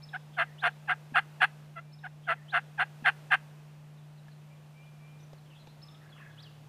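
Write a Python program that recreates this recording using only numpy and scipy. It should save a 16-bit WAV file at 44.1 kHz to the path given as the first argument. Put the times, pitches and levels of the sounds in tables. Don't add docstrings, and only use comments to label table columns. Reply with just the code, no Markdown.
import sys
import numpy as np
from scipy import signal
from scipy.fft import rfft, irfft
from scipy.io import wavfile
from scipy.ndimage import uniform_filter1d

SR = 44100
rng = np.random.default_rng(int(sys.argv[2]) if len(sys.argv) > 2 else 0)


def master(y):
    cut = np.clip(np.atleast_2d(y).T, -1, 1)
    pcm = np.round(cut * 32767)
    wavfile.write(sys.argv[1], SR, pcm.astype(np.int16))


N = 294676
TIME = np.arange(N) / SR


def undb(db):
    return 10 ** (np.asarray(db) / 20)


def unit(x):
    return x / np.sqrt(np.mean(x ** 2) + 1e-20)


def add(out, start, x):
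    i = max(int(start * SR), 0)
    out[i:i + len(x)] += x[:N - i]


def colour(x, points, peaks=()):
    size = 8192
    f = np.arange(size // 2 + 1) * SR / size + 1
    hz, db = np.transpose(points)
    curve = np.interp(np.log(f), np.log(hz), db)
    for centre, width, gain in peaks:
        curve = curve + gain / (1 + (2 * (f - centre) / width) ** 2)
    cepstrum = irfft(np.log(undb(curve)))
    cepstrum[1:size // 2] *= 2
    cepstrum[size // 2 + 1:] = 0
    response = irfft(np.exp(rfft(cepstrum)))
    return signal.fftconvolve(x, response)[:len(x)]


def band(n, hz, width):
    f = np.arange(SR // 2 + 1)
    spectrum = rfft(rng.standard_normal(SR)) * np.exp(-2 * ((f - hz) / width) ** 2)
    return unit(irfft(spectrum)[:n])


def turkey():
    # start_s, length_s, lowest_pitch_hz, pitch_bend_share, level_db
    yelps = [(0.126, .049, 727.5, .38, -35), (.365, .08, 660, .27, -25), (0.617, .08, 683.3, 0.3, -23.5),
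             (0.873, .07, 719, .3, -25), (1.139, .066, 733.7, 0.24, -20.5), (1.401, .059, 737, .26, -19),
             (1.752, 0.055, 663, .1, -41), (2.028, 0.053, 722.5, 0.47, -40),
             (2.266, 0.0795, 656.7, .27, -26), (2.519, .08, 689.6, 0.27, -24),
             (2.775, .07, 719, 0.31, -24.5), (3.041, .066, 733, .25, -20), (3.302, 0.06, 733.5, .26, -19.5)]
    clear_db, harsh_db = -36, -19
    overtones_db, effort_overtones_db = -5.5, 5.5
    break_s, break_sooner_s = .031, .014
    out = np.zeros(N)
    for start, length, low_hz, bend, db in yelps:
        effort = np.clip((db - clear_db) / (harsh_db - clear_db), .06, 1)
        bright_db = overtones_db + effort_overtones_db * effort ** 2
        breaks = (break_s - break_sooner_s * effort) / length
        add(out, start, undb(db) * yelp(length, low_hz, bend, bright_db, 0.85 * effort, breaks))
    return out


def yelp(length, low_hz, bend, bright_db, rasp, breaks, turn=.5, hiss_db=-12, slap_hz=210, edge_hz=3300,
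         opening=0.69, evenness=0.34, dip_db=-0.5, dip_s=0.0022):
    # share_of_length, level_db
    pressure = [(0, -32.5), (.13, -14), (.3, -1.5), (.5, 0), (.63, -1), (.74, 0), (.87, -8.5), (1, -20)]
    # frequency_hz, level_db
    voice_colour = [(250, -51), (520, -27.5), (680, -6), (850, -5), (1020, -7), (1350, -2.5), (2050, -2),
                    (2350, -15), (3400, -13.5), (4100, -28.5), (5200, -48), (7000, -46), (9200, -33),
                    (15000, -55)]
    # centre_hz, width_hz, gain_db
    resonances_and_hollows = [(472.4, 36, 27), (1088, 10, -23), (1370, 17, 6), (1616, 94, 6.5),
                              (1920, 49, -10.5), (2095, 48, 2), (2150, 180, -3), (2470, 59, 10),
                              (2554, 30, -10), (2628, 78, 10), (2773, 100, 10), (3110, 68, 6.5),
                              (3264, 120, -11.5), (3320, 86, 6.5), (3827, 74, -23.5), (4210, 55, 15.5),
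                              (4700, 220, 11), (5800, 79, 18)]
    n = int(length * SR)
    u = np.arange(n) / n
    pressure_db = np.interp(u, *np.transpose(pressure))
    onset = np.interp(u - breaks, [-.04, 0], [.25, 1])
    easing = np.interp(u, [.78, .9], [1, .6])
    rough = rasp * onset * easing
    pitch_hz = low_hz * (1 + bend * (2 * (u - turn)) ** 2)
    pulses, phase = syrinx(pitch_hz, rough)
    rattle = slaps(n, breaks, slap_hz, scatter=.35, size_db=5.5, ring=0.0016)
    rattle = unit(np.tanh(rattle / 2))
    rattle = colour(rattle, [(700, -15), (1150, 0), (2200, 0), (4000, -3), (7000, -7)])
    rattle = 2.3 * rough * rattle
    hiss = undb(hiss_db) * (1 + np.cos(phase)) * band(n, 0, SR)
    source = colour(pulses + rattle + hiss, [(1600, 0.015), (2200, bright_db), (4500, 2 * bright_db)])
    lowpass = signal.butter(4, edge_hz, fs=SR, output="sos")
    soft = signal.sosfiltfilt(lowpass, source)
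    source = soft + (source - soft) * undb(opening * pressure_db)
    voice = colour(source, voice_colour, resonances_and_hollows)
    strength = np.sqrt(uniform_filter1d(voice ** 2, size=330) + 1e-12)
    voice = unit(voice / strength ** np.clip(evenness + rasp, 0, 1))
    dip = dip_db * rasp ** 2 * np.exp(-((u - breaks) * length / dip_s) ** 2)
    return voice * undb(pressure_db + dip) * signal.windows.tukey(n, .08)


def syrinx(hz, rough, jitter=0.1, beat_hz=210, beat_width=260, shimmer=0.53):
    n = len(hz)
    flutter = (0.017 + jitter * rough) * band(n, beat_hz, beat_width)
    phase = 2 * np.pi * np.cumsum(hz * (1 + flutter)) / SR
    overtones = sum(np.cos(k * phase) * (k * hz < .4 * SR) for k in range(2, 22))
    overtones = overtones * np.exp(shimmer * rough * np.tanh(band(n, 0, beat_width)))
    fundamental = (0.83 + 0.55 * rough) * np.cos(phase)
    return unit(overtones + fundamental), phase


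def slaps(n, first, rate_hz, scatter, size_db, ring):
    chance = rng.standard_normal((40, 2))
    gaps = np.exp(scatter * chance[:, 0]) * SR / rate_hz
    at = (first * n + np.cumsum(gaps) - gaps[0]).astype(int)
    size = undb(size_db * np.tanh(np.r_[1, chance[1:, 1]]))
    impulses = np.bincount(at, size, n)[:n]
    bursts = signal.lfilter([1], [1, -np.exp(-1 / (ring * SR))], impulses)
    return unit(bursts * band(n, 0, SR))


def songbirds():
    # start_s, level_db, motif
    song = [(.0, -71.5, "peep"), (.02, -52.5, "hook"), (.329, -61.5, "dip"), (0.577, -56, "rise"),
            (1.81, -76.5, "whistle"), (1.92, -59.5, "hook"), (2.229, -63.5, "dip"), (2.478, -56, "rise"),
            (4.498, -68.5, "peep"), (4.734, -67, "whistle"), (4.988, -68, "whistle"),
            (5.199, -67.5, "tsip"), (5.5, -59.5, "warble"), (5.8, -71, "low call"), (5.816, -53.5, "hook"),
            (6.121, -59, "slur"), (6.372, -57.5, "rise"), (6.423, -56, "fall")]
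    motifs = { "hook": [(0, 0.01, 3540, 4300, 4870, -6.5, 0.2), (.009, 0.021, 5140, 5276, 4930, 0.5, 0.1),
              (.067, 0.0115, 4000, 3750, 3400, -3.5, 0.5), (.126, 0.0164, 3840, 3480, 3200, -7.5, .8)],
              "dip": [(0, .045, 3250, 3320, 3170, -1, .7), (.127, .08, 2380, 1790, 2060, 0, .15)],
              "rise": [(0.0026, 0.039, 2880, 3520, 4470, 2.5, 0.3)],
              "fall": [(0, .028, 5500, 4560, 3500, -1, 0.49), (.019, .05, 3680, 2980, 2730, -4, .08)],
              "slur": [(0, .022, 3440, 3330, 3070, 0.5, 0.26), (.026, .093, 3000, 2700, 2490, -4, .7),
              (.182, .04, 3200, 3340, 3300, -10, .6)], "whistle": [(0, 0.167, 2270, 2380, 2388, 1.5, 0),
              (.09, 0.041, 2740, 2980, 3100, -4.5, 0.14)], "peep": [(0, .055, 2280, 2365, 2400, 0, .03)],
              "low call": [(0, .25, 1130, 1260, 1400, 0, .25)],
              "warble": [(0, .058, 3130, 2764, 2570, -4.5, .55), (.049, 0.043, 3580, 3370, 3300, -3.5, .6),
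              (.086, .051, 4160, 4000, 3750, -6, .4), (.16, .064, 3750, 3870, 4300, -7.5, .55)],
              "tsip": [(0, 0.02, 5600, 5760, 6270, -3.5, .6), (.029, 0.016, 6100, 6040, 5700, 2.5, .2)]}
    out = np.zeros(N)
    for start, db, motif in song:
        for delay, length, first, middle, last, note_db, buzz in motifs[motif]:
            note = whistle(length, [first, middle, last], buzz)
            add(out, start + delay, undb(db + note_db) * note)
    return out


def whistle(length, pitches, buzz, buzz_depth=0.088, buzz_width=700):
    u = np.linspace(0, 1, int(length * SR))
    hz = np.polyval(np.polyfit([0, .5, 1], pitches, 2), u)
    hz = hz * (1 + buzz_depth * buzz * band(len(u), 0, buzz_width))
    envelope = np.sqrt(2 * np.abs(np.sin(np.pi * u)))
    return envelope * np.sin(2 * np.pi * np.cumsum(hz) / SR)


def far_call(centre_hz=1650, spread=0.16, note_width=400, grain_db=2, note_s=0.02, taper=0.2):
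    # start_s, length_s, level_db
    bursts = [(6.008, 0.13, -65.5), (6.158, 0.12, -58), (6.386, 0.096, -69.5)]
    # frequency_hz, level_db
    call_colour = [(700, -10), (1200, 1.5), (1500, -1), (1800, 4.5), (2200, -5.5), (2800, -23)]
    out, shape = np.zeros(N), np.hanning(int(note_s * SR))
    for start, length, db in bursts:
        notes, n = np.zeros(N), int(length * SR)
        chance = np.clip(rng.standard_normal((16, 2)), -2, 2)
        for at, (pitch, size) in zip(np.arange(0, length, .012), chance):
            grain = shape * band(len(shape), centre_hz * np.exp(spread * pitch), note_width)
            add(notes, at, undb(grain_db * size) * grain)
        burst = unit(colour(notes[:n], call_colour))
        add(out, start, undb(db) * burst * signal.windows.tukey(n, taper))
    return out


def far_chips(count=14, centre_hz=3700, spread=.17, db=-72.5, length=.028, fall=.12, begins=3.8):
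    out = np.zeros(N)
    for k, (when, pitch, size) in enumerate(rng.random((count, 3))):
        hz = centre_hz * np.exp(spread * (2 * pitch - 1))
        start = begins + (TIME[-1] - begins) * (k + when) / count
        chip = whistle(length, [hz * (1 + fall), hz, hz * (1 - fall / 2)], .2)
        add(out, start, undb(db) * (.5 + size) * chip)
    return out


def knocks(attack=0.00033):
    # start_s, pitch_hz, decay_s, level_db, snap_db (relative to the tone's amplitude)
    strikes = [(1.122, 235, .009, -40, -30), (3.024, 235, .009, -40, -30), (4.283, 1720, .005, -48, -6),
               (5.331, 560, .005, -42, -3), (5.453, 360, .010, -58, -15), (5.671, 850, .005, -48, 3)]
    # frequency_hz, level_db
    snap_colour = [(120, 9.5), (800, 1.5), (1400, -13), (3000, -8.5), (6500, -17), (10000, -32)]
    out, t = np.zeros(N), TIME[:SR // 10]
    for start, hz, decay, db, snap_db in strikes:
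        snap = unit(colour(rng.standard_normal(len(t)), snap_colour))
        body = np.sin(2 * np.pi * hz * t) + undb(snap_db) * snap
        add(out, start, undb(db) * body * (1 - np.exp(-t / attack)) * np.exp(-t / decay))
    return out


def hum(fade=0.017):
    # frequency_hz, level_db (rms, before the waver), start_s
    partials = [(149.9, -48.8, -1), (211, -68, -1), (113, -58, 6.29)]
    # time_s, gain_db
    waver = [(4.3, -1.5), (4.8, -3.5), (5.2, -1.5), (5.6, -4.5), (6.6, -3.5)]
    tones = np.zeros(N)
    for hz, db, start in partials:
        fade_in = np.clip((TIME - start) / fade, 0, 1)
        tones += undb(db) * fade_in * np.sin(2 * np.pi * hz * TIME)
    return np.sqrt(2) * tones * undb(np.interp(TIME, *np.transpose(waver)))


def rumble(db=-67, swell_db=3):
    # frequency_hz, level_db
    rumble_colour = [(20, -16), (60, -7.5), (125, 1), (240, -6), (330, -9), (700, -42)]
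    level_db = db + np.interp(TIME, [4.3, 5.8], [0, swell_db])
    return undb(level_db) * unit(colour(rng.standard_normal(N), rumble_colour))


def air(mean_db=-62):
    # frequency_hz, level_db
    air_colour = [(160, -26), (280, -6.5), (659, -2.5), (1290, -9.5), (2360, -13.5), (2530, -11),
                  (3200, -15.5), (3840, -17), (4180, -18.5), (15500, -29)]
    # time_s, level_db
    level_curve = [(0.0, -73), (0.43, -72), (1.43, -71), (1.58, -71.5), (1.9, -76.5), (3.2, -69.5),
                   (3.83, -74.5), (6.68, -73)]
    noise = colour(rng.standard_normal(N), air_colour)
    highpass = signal.butter(4, 300, "high", fs=SR, output="sos")
    above_hum = signal.sosfilt(highpass, noise)
    level_db = np.interp(TIME, *np.transpose(level_curve))
    return noise / above_hum.std() * undb(mean_db + level_db - level_db.mean())


def woods(x, t60, wet_db, build=.02, treble_db=-6):
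    t = TIME[:SR]
    tail = rng.standard_normal(SR) * undb(-60 * t / t60) * (1 - np.exp(-t / build))
    tail = tail / np.sqrt(np.sum(tail ** 2))
    tail = colour(tail, [(1500, 0.0025), (8000, treble_db)])
    return x + undb(wet_db) * signal.fftconvolve(x, tail)[:N]


def scene():
    near = woods(turkey(), t60=0.14, wet_db=-27.5, build=0.0049, treble_db=14.5)
    near = woods(near, t60=0.91, wet_db=-40, build=0.026, treble_db=-4)
    far = woods(songbirds() + far_chips() + far_call(), t60=.65, wet_db=-2, build=.005, treble_db=-6)
    return (near + far + knocks() + hum() + rumble() + air())[None]


def record(dry, top_hz=15300):
    lowpass = signal.ellip(10, .2, 70, top_hz, fs=SR, output="sos")
    return signal.sosfilt(lowpass, dry)


dry = scene()
out = record(dry)
master(out)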